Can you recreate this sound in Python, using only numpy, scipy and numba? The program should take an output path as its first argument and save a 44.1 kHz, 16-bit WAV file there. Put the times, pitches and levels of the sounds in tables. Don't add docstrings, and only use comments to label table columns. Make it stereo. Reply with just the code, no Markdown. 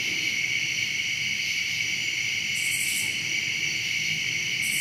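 import sys
import numpy as np
from scipy import signal
from scipy.fft import rfft, irfft
from scipy.io import wavfile
from scipy.ndimage import uniform_filter1d
from numba import njit

SR = 44100
rng = np.random.default_rng(int(sys.argv[2]) if len(sys.argv) > 2 else 0)


def transcribe(signal):
    frames = np.atleast_2d(signal).T
    limited = np.clip(frames, -1, 1)
    pcm = np.round(limited * 32767).astype(np.int16)
    wavfile.write(sys.argv[1], SR, pcm)


def volts(x):
    e = np.asarray(x, float) / 20
    return 10 ** e


N = 211981

SEAM_HZ, SEAM_WIDTH_HZ = 7420, 160


def level(x, db):
    return x * volts(db) / np.sqrt(np.mean(x ** 2))


def columns(table):
    s, *rest = np.transpose(table)
    return [np.interp(np.arange(N) / SR, s, c) for c in rest]


def along_hz(points):
    hz, value = np.transpose(points)
    return np.interp(np.log(np.fft.rfftfreq(N, 1 / SR) + 1), np.log(hz), value)


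def colour(x, points, lo_hz=1, hi_hz=20000):
    (lo, _), (hi, _) = points[0], points[-1]
    hz = np.fft.rfftfreq(N, 1 / SR)
    gain = volts(along_hz([(lo * .97, -80), *points, (hi * 1.01, -80)]))
    return irfft(rfft(x) * gain * (hz > lo_hz) * (hz < hi_hz), N)


def ring(x, hz, width_hz):
    return signal.lfilter(*signal.iirpeak(hz, hz / width_hz, fs=SR), x)


def pan(db):
    return np.array([[db], [-db]]) / 2


def arch(s, length_s):
    return np.sin(np.pi * np.clip((np.arange(N) / SR - s) / length_s, 0, 1))


def swell(s, rise_s, fall_s):
    t = np.arange(N) / SR - s
    return np.exp(-.5 * (t / np.where(t < 0, rise_s, fall_s)) ** 2)


def walk(rate):
    k = int(SR / rate)
    steps = np.repeat(rng.standard_normal(N // k + 1), k)
    return 1.3 * uniform_filter1d(uniform_filter1d(steps, k), k)[:N]


def air():
    # pitch_hz, likeness [0-1]
    likeness = [(25, .8), (60, 1), (300, 0.96), (700, 0.91), (1400, 0.64), (2500, 0.52), (6000, 0.85),
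                (7600, 0.7), (9500, 0.86), (11000, 0.36), (15000, 0.06)]
    like = np.clip(along_hz(likeness), 0, 1)
    mid, side = rfft(rng.standard_normal((2, N))) * np.sqrt([1 + like, 1 - like])
    return irfft(np.array([mid + side, mid - side]), N) / 2


def echoes(x, t60_s, db, spread=0.42):
    t = np.arange(SR // 2) / SR
    noise = rng.standard_normal((2, len(t))) * np.array([[1], [spread]])
    dull = signal.lfilter(*signal.butter(2, 10500, fs=SR), noise)
    tail = dull * 1000. ** (-t / t60_s) + (noise - dull) * 1000. ** (-t / (.62 * t60_s))
    tail = np.array([tail[0] + tail[1], tail[0] - tail[1]]) * volts(db) / np.sqrt(np.sum(tail ** 2))
    return x + signal.fftconvolve(x.mean(axis=0, keepdims=True), tail, axes=1)[:, :N]


@njit
def wings(hz, rate, duty, fall, lag, chance, n, sr):
    out = np.zeros((2, n))
    for s in range(len(hz)):
        stroke, k = chance[s, 0, 0], 1
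        turn = 2 * np.pi * chance[s, 0, 1]
        c, d = np.cos(lag[s]), np.sin(lag[s])
        for i in range(n):
            stroke += rate[s] * (.9 + .2 * chance[s, k, 0]) / sr
            if stroke >= 1:
                stroke, k = stroke - 1, k + 1
                turn = 2 * np.pi * chance[s, k, 1]
            if stroke < duty:
                u = stroke / duty
                turn += 2 * np.pi * hz[s] * (1 - fall * (u + chance[s, k, 0] - 1)) / sr
                size = np.sin(np.pi * u) * (.4 + chance[s, k, 2])
                a, b = size * np.sin(turn) * c, size * np.cos(turn) * d
                out[0, i] += a + b
                out[1, i] += a - b
    return out


def crowd(kind, swell_db, count):
    hz, spread_hz, rate, duty, fall, db, pan_db, lag = kind
    pace, side = rng.standard_normal((2, count))
    rank = (np.arange(count) + .25 + .5 * rng.random(count)) / count
    pitch = np.log(rank / (1 - rank))
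    pitch, side = ((v - v.mean()) / (v.std() + 1e-9) for v in (pitch, side))
    paces = rate * (1 + .09 * np.clip(pace, -2, 2))
    chance = rng.random((count, 600, 3))
    song = wings(hz + spread_hz * pitch, paces, min(duty, 1.), 1. * fall, lag / 2 * side, chance, N, 1. * SR)
    return level(song, db) * volts(swell_db - swell_db.mean() + pan(pan_db))


def crickets():
    # pitch_hz, spread_hz, strokes_per_s, sounding_share [0-1], pitch_fall [0-1],
    # level_db, left_minus_right_db, port_lag_spread_rad
    tree_kinds = [(2211.6, 49.4, 51, .6, .03, -30, -0.4, 0.74), (2615, 79, 48, 0.5, 0.01, -40, 1, 0.75),
                  (2914, 77, 65, 0.46, 0.07, -34, -1, 0.85)]
    field_kinds = [(4393, 126, 50, 0.54, 0.032, -45, -1.8, 0.92),
                   (4720, 86, 50, 0.6, 0.025, -47.5, -2, 0.54)]
    ground_kinds = [(5817, 147, 30, 0.41, 0.025, -45, -6, 0.24),
                    (6060, 8.6, 66, 0.58, 0.0033, -62.5, -21, 0.53),
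                    (6480, 27, 39, 0.36, 0.014, -67, -18, 0.95)]
    tinkler_kinds = [(7040, 70, 22, .6, .015, -63, -.5, .5)]
    # time_s, effort_db
    tree_effort = [(0, -1.5), (.1, 1), (.45, 1.5), (.6, -.5), (.9, 0), (1.15, -0.5), (1.5, 0), (1.8, -0.5),
                   (2.05, -2), (2.22, 0.5), (2.45, -0.5), (2.6, 0.5), (3., 0), (3.17, -1), (3.4, 0.5),
                   (3.9, -0.5), (4.27, -0.5), (4.81, 1)]
    # peak_s, rise_db
    chirps = [(.33, 3), (.72, 6), (1.1, 2), (1.5, 4.5), (1.88, 7.5), (2.22, 5.5), (2.6, 3.5), (2.95, 5.5),
              (3.3, 7), (3.66, 7), (4.03, 5), (4.4, 8.5), (4.76, 5)]
    # time_s, effort_db
    tinkle_effort = [(0, -19), (1., 3), (1.8, 3), (2.05, 18), (2.5, 12.5), (3.2, 12), (3.7, 13), (4.2, 2),
                     (4.81, -10)]
    # time_s, level_db
    thin_level = [(0, -70), (.4, -59), (1.2, -60), (1.8, -58), (2.7, -61), (3.1, -75), (4.81, -75)]
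    # pitch_hz, density_db [dB per Hz]
    wash = [(820, -56), (1400, -31), (1650, -27.5), (1880, -11), (2210, -9), (2470, -7), (2990, -13.5),
            (3610, -27.5), (3970, -37), (4320, -13), (4820, -25), (5170, -25), (5890, -7.5), (6630, -25),
            (7300, -23.5), (9490, -59), (16100, -120)]
    low, high, field, upper = (0.34 * walk(3.92) for _ in range(4))
    ground = sum(db * swell(s, rise_s=.05, fall_s=0.056) for s, db in chirps)
    near = crowd(tree_kinds[0], low + columns(tree_effort)[0], count=19)
    near += crowd(tree_kinds[1], high, count=7)
    near += crowd(tree_kinds[2], high, count=18)
    near += crowd(field_kinds[0], field, count=13)
    near += crowd(field_kinds[1], upper, count=5)
    for kind, count in zip(ground_kinds, (8, 2, 4)):
        near += crowd(kind, ground, count)
    near += crowd(tinkler_kinds[0], columns(tinkle_effort)[0], count=7)
    near += trills()
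    thin = volts(columns(thin_level)[0] + 2 + 3 * walk(9))
    thin = thin * np.sin(2 * np.pi * np.cumsum(3393 + 2.5 * walk(5)) / SR)
    blur = level(colour(air(), wash, hi_hz=SEAM_HZ - SEAM_WIDTH_HZ / 2), -36.5)
    return echoes(near, t60_s=.4, db=-10) + thin + blur


def trills():
    # start_s, length_s, pitch_hz, level_db, left_minus_right_db
    trill_events = [(.15, 0.18, 4280, -41, -5), (.66, .24, 4380, -42, -4), (1.1, 0.42, 4790, -44.5, -9),
                    (1.358, 0.33, 4490, -42, -9), (1.72, 0.38, 4760, -44, -5), (2.24, 0.09, 4900, -44, -6),
                    (3.196, 0.44, 4830, -44, -4), (3.62, 0.27, 4550, -40, -8), (3.978, 0.13, 4350, -41, -1),
                    (4.27, .13, 4880, -49, -7), (4.6, .15, 4940, -51, -3)]
    out = 0
    for s, length_s, hz, db, pan_db in trill_events:
        kind = (hz, 20, 45, .82, .017, db - 1.5, pan_db, .6)
        out = out + arch(s, length_s) ** .5 * crowd(kind, np.zeros(1), count=2)
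    return out


def scrape(rate, rough):
    phase = np.cumsum(rate * (1 + 0.78 * walk(rate / 2))) / SR % 1
    return air() * (1 - rough + rough * 2 * np.exp(-phase / 1.1))


def far_katydids():
    # pitch_hz, gain_db
    rasp_colour = [(2500, 4), (3300, -5), (4000, -5.5), (5200, -0.5), (6300, -10), (7250, -14.5),
                   (7420, -42), (7600, -27.5), (9000, -24.5), (12000, -17), (15500, -22)]
    # peak_s, level_db, left_minus_right_db, relative_db_around_5.1_khz
    rasps = [(.05, -41, -3, 1), (.25, -41.5, -4, -8), (.81, -47.5, -5, 1), (1.5, -40, 1, 1),
             (1.73, -41.5, 4, -1), (1.92, -53, 1, 0), (2.28, -49, -3, -3), (2.53, -52, -1, -2),
             (2.92, -40.5, 3, 0), (3.33, -62, -3, -9), (3.72, -54, -1, -6), (3.88, -43.5, 1, -2),
             (4.07, -43, -1, 0), (4.5, -53, -3, -2), (4.72, -50, -1, -4)]
    rasp = level(colour(scrape(rate=110, rough=0.15), rasp_colour), 6.0)
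    low = ring(rasp, 5100, 1100)
    out = rasp * volts(-49.5 + pan(-2))
    for s, db, pan_db, low_db in rasps:
        syllable = rasp + (volts(low_db - 0.5) - 1) * low
        out += swell(s, rise_s=0.047, fall_s=0.068) * volts(db - 5.5 + pan(pan_db)) * syllable
    return out


def road():
    # pitch_hz, density_db [dB per Hz]
    roar_colour = [(13, -57), (22, -19), (43, -26), (101, 0.5), (119, 1.5), (211, -5), (243, -7.5),
                   (313, -4.5), (473, -15), (653, -17.5), (740, -15.5), (1140, -19.5), (1600, -15),
                   (2080, -12), (3520, -120)]
    # pitch_hz, width_hz, level_db
    engines = [(118.6, 26, -53.5), (157.6, 24.6, -53.5), (207.3, 7.8, -58.5)]
    # time_s, nearness_db
    traffic = [(0, 4.5), (.15, 6.5), (.5, 1.5), (1.25, -4), (2.15, 2.5), (2.6, -3.5), (2.9, 0.5),
               (3.1, 3.5), (3.7, 3), (4., -3.5), (4.55, 2), (4.81, 1.5)]
    # middle_s, half_length_s, pitch_hz, level_db
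    engine_pulls = [
        (3.04, .04, 209, -45),
        (4.096, .07, 156.8, -40.5),
        (4.68, 0.078, 212.5, -48),
    ]
    near_db, = columns(traffic)
    t = np.arange(N) / SR
    drone_db = 0.5 * (np.arange(N) - N / 2) / SR + walk(4.38)
    roar = level(colour(air(), roar_colour), -46.5)
    tyres = ring(roar, 340, 310)
    roar += (volts(0.31 * near_db) - 1) * ring(roar, 1300, 1250)
    drones = sum(level(ring(ring(air(), hz, width), hz, width), db) for hz, width, db in engines)
    pulls = 0
    for s, half_s, hz, db in engine_pulls:
        pulls = pulls + volts(db) * swell(s, half_s, half_s) * np.sin(2 * np.pi * hz * t)
    return roar + (volts(near_db + 1.45 * walk(7)) - 1) * tyres + drones * volts(drone_db) + pulls


def near_katydid():
    # pitch_hz, density_db [dB per Hz]
    buzz = [(6000, -32), (6500, -11), (7300, -3), (7520, 1), (8400, 1), (9000, -4), (9800, -3),
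            (10500, -5.5), (11900, -5), (13200, -11.5), (15400, -20)]
    # start_s, peak_db, treble_relative_db, left_minus_right_db, lowest_wing_mode_db
    strokes = [
        (2.542, -29.5, -22, -1, 0.5),
        (2.6144, -29.5, -18, -2, -3),
        (2.698, -26, -15.5, 2, -4),
        (2.779, -26, -16.5, 4, -6),
        (2.86, -28, -12, 3, -2),
        (2.939, -25.5, -15, 3, -4.5),
        (4.615, -27, -17, 4.5, -13),
        (4.699, -26, -14.5, 3, -11),
        (4.77, -26.5, -19, 1.0, 0),
    ]
    teeth = level(colour(scrape(rate=330, rough=0.2), buzz), -4.5)
    treble = signal.sosfiltfilt(signal.butter(2, 11500, "high", fs=SR, output="sos"), teeth)
    lowest = signal.sosfiltfilt(signal.butter(16, 7800, fs=SR, output="sos"), teeth)
    t, out = np.arange(N) / SR, np.zeros((2, N))
    for s, db, treble_db, pan_db, low_db in strokes:
        u = np.clip((t - s) / .098, 0, 1)
        speed = np.sin(np.pi * u ** .75)
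        stroke = speed ** 1.8 * (teeth - treble + (volts(low_db) - 1) * lowest)
        stroke += speed ** 1.4 * volts(treble_db + 14.5) * treble
        out += stroke * volts(db + pan(pan_db))
    return echoes(out, t60_s=0.71, db=0.44, spread=0.43)


def handling():
    # start_s, length_s, centre_hz, width_hz, level_db
    touches = [
        (3.0, .11, 870, 90, -54),
        (3.02, .09, 550, 80, -61),
        (3.0, .15, 310, 90, -55),
        (3.23, .09, 870, 70, -61),
        (4.24, .008, 1200, 1100, -46),
    ]
    out = 0
    for s, length_s, hz, width, db in touches:
        creak = ring(ring(rng.standard_normal(N), hz, width), hz, width)
        out = out + arch(s, length_s) * level(creak, db)
    return out


def scene():
    return crickets() + far_katydids() + near_katydid() + road() + handling()


def thin_treble(x):
    hole_db, line_db, starve_db, from_hz = -2.5, -2.5, -13, 7250
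    edge_hz, spare_hz, spare_share = 15150, 15560, .2
    frame = dict(window="cosine", nperseg=2048, noverlap=1024)
    hz, _, z = signal.stft(np.array([x[0] + x[1], x[0] - x[1]]) / 2, SR, **frame)
    power = np.abs(z) ** 2
    patch = uniform_filter1d(uniform_filter1d(power, size=5, axis=1), size=2, axis=2)
    around = uniform_filter1d(power, size=48, axis=1)
    treble = power[0, (hz > 7500) & (hz < 11000)].mean(axis=0)
    loud = treble > 6 * np.median(treble)
    hz = hz[:, None]
    keep = (patch > around * volts(2 * hole_db - 4 * loud)) & (power > around * volts(2 * line_db))
    keep |= hz < from_hz
    keep &= (patch > treble * volts(2 * starve_db)) | (hz < 3300) | (hz > from_hz)
    edge, spare = rng.random((2, z.shape[2]))
    keep &= (hz < edge_hz + 300 * edge ** 2) | ((abs(hz - spare_hz - 110) < 90) & (spare < spare_share))
    mid, side = signal.istft(z * keep, SR, **frame)[1][:, :N]
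    return np.array([mid + side, mid - side])


def band_limit(x):
    return signal.sosfilt(signal.butter(12, 16310, fs=SR, output="sos"), x)


def record(dry):
    # pitch_hz, density_db [dB per Hz]
    hiss_colour = [(4410, -20), (7500, 3.5), (7670, -2), (8990, -2.5), (11100, -4.5), (14700, -3),
                   (15500, 3.5), (15800, -5)]
    hiss = level(colour(air(), hiss_colour, lo_hz=SEAM_HZ + SEAM_WIDTH_HZ / 2), -52.5)
    mix = thin_treble(dry + hiss)
    return band_limit(mix)


dry = scene()
out = record(dry)
transcribe(out)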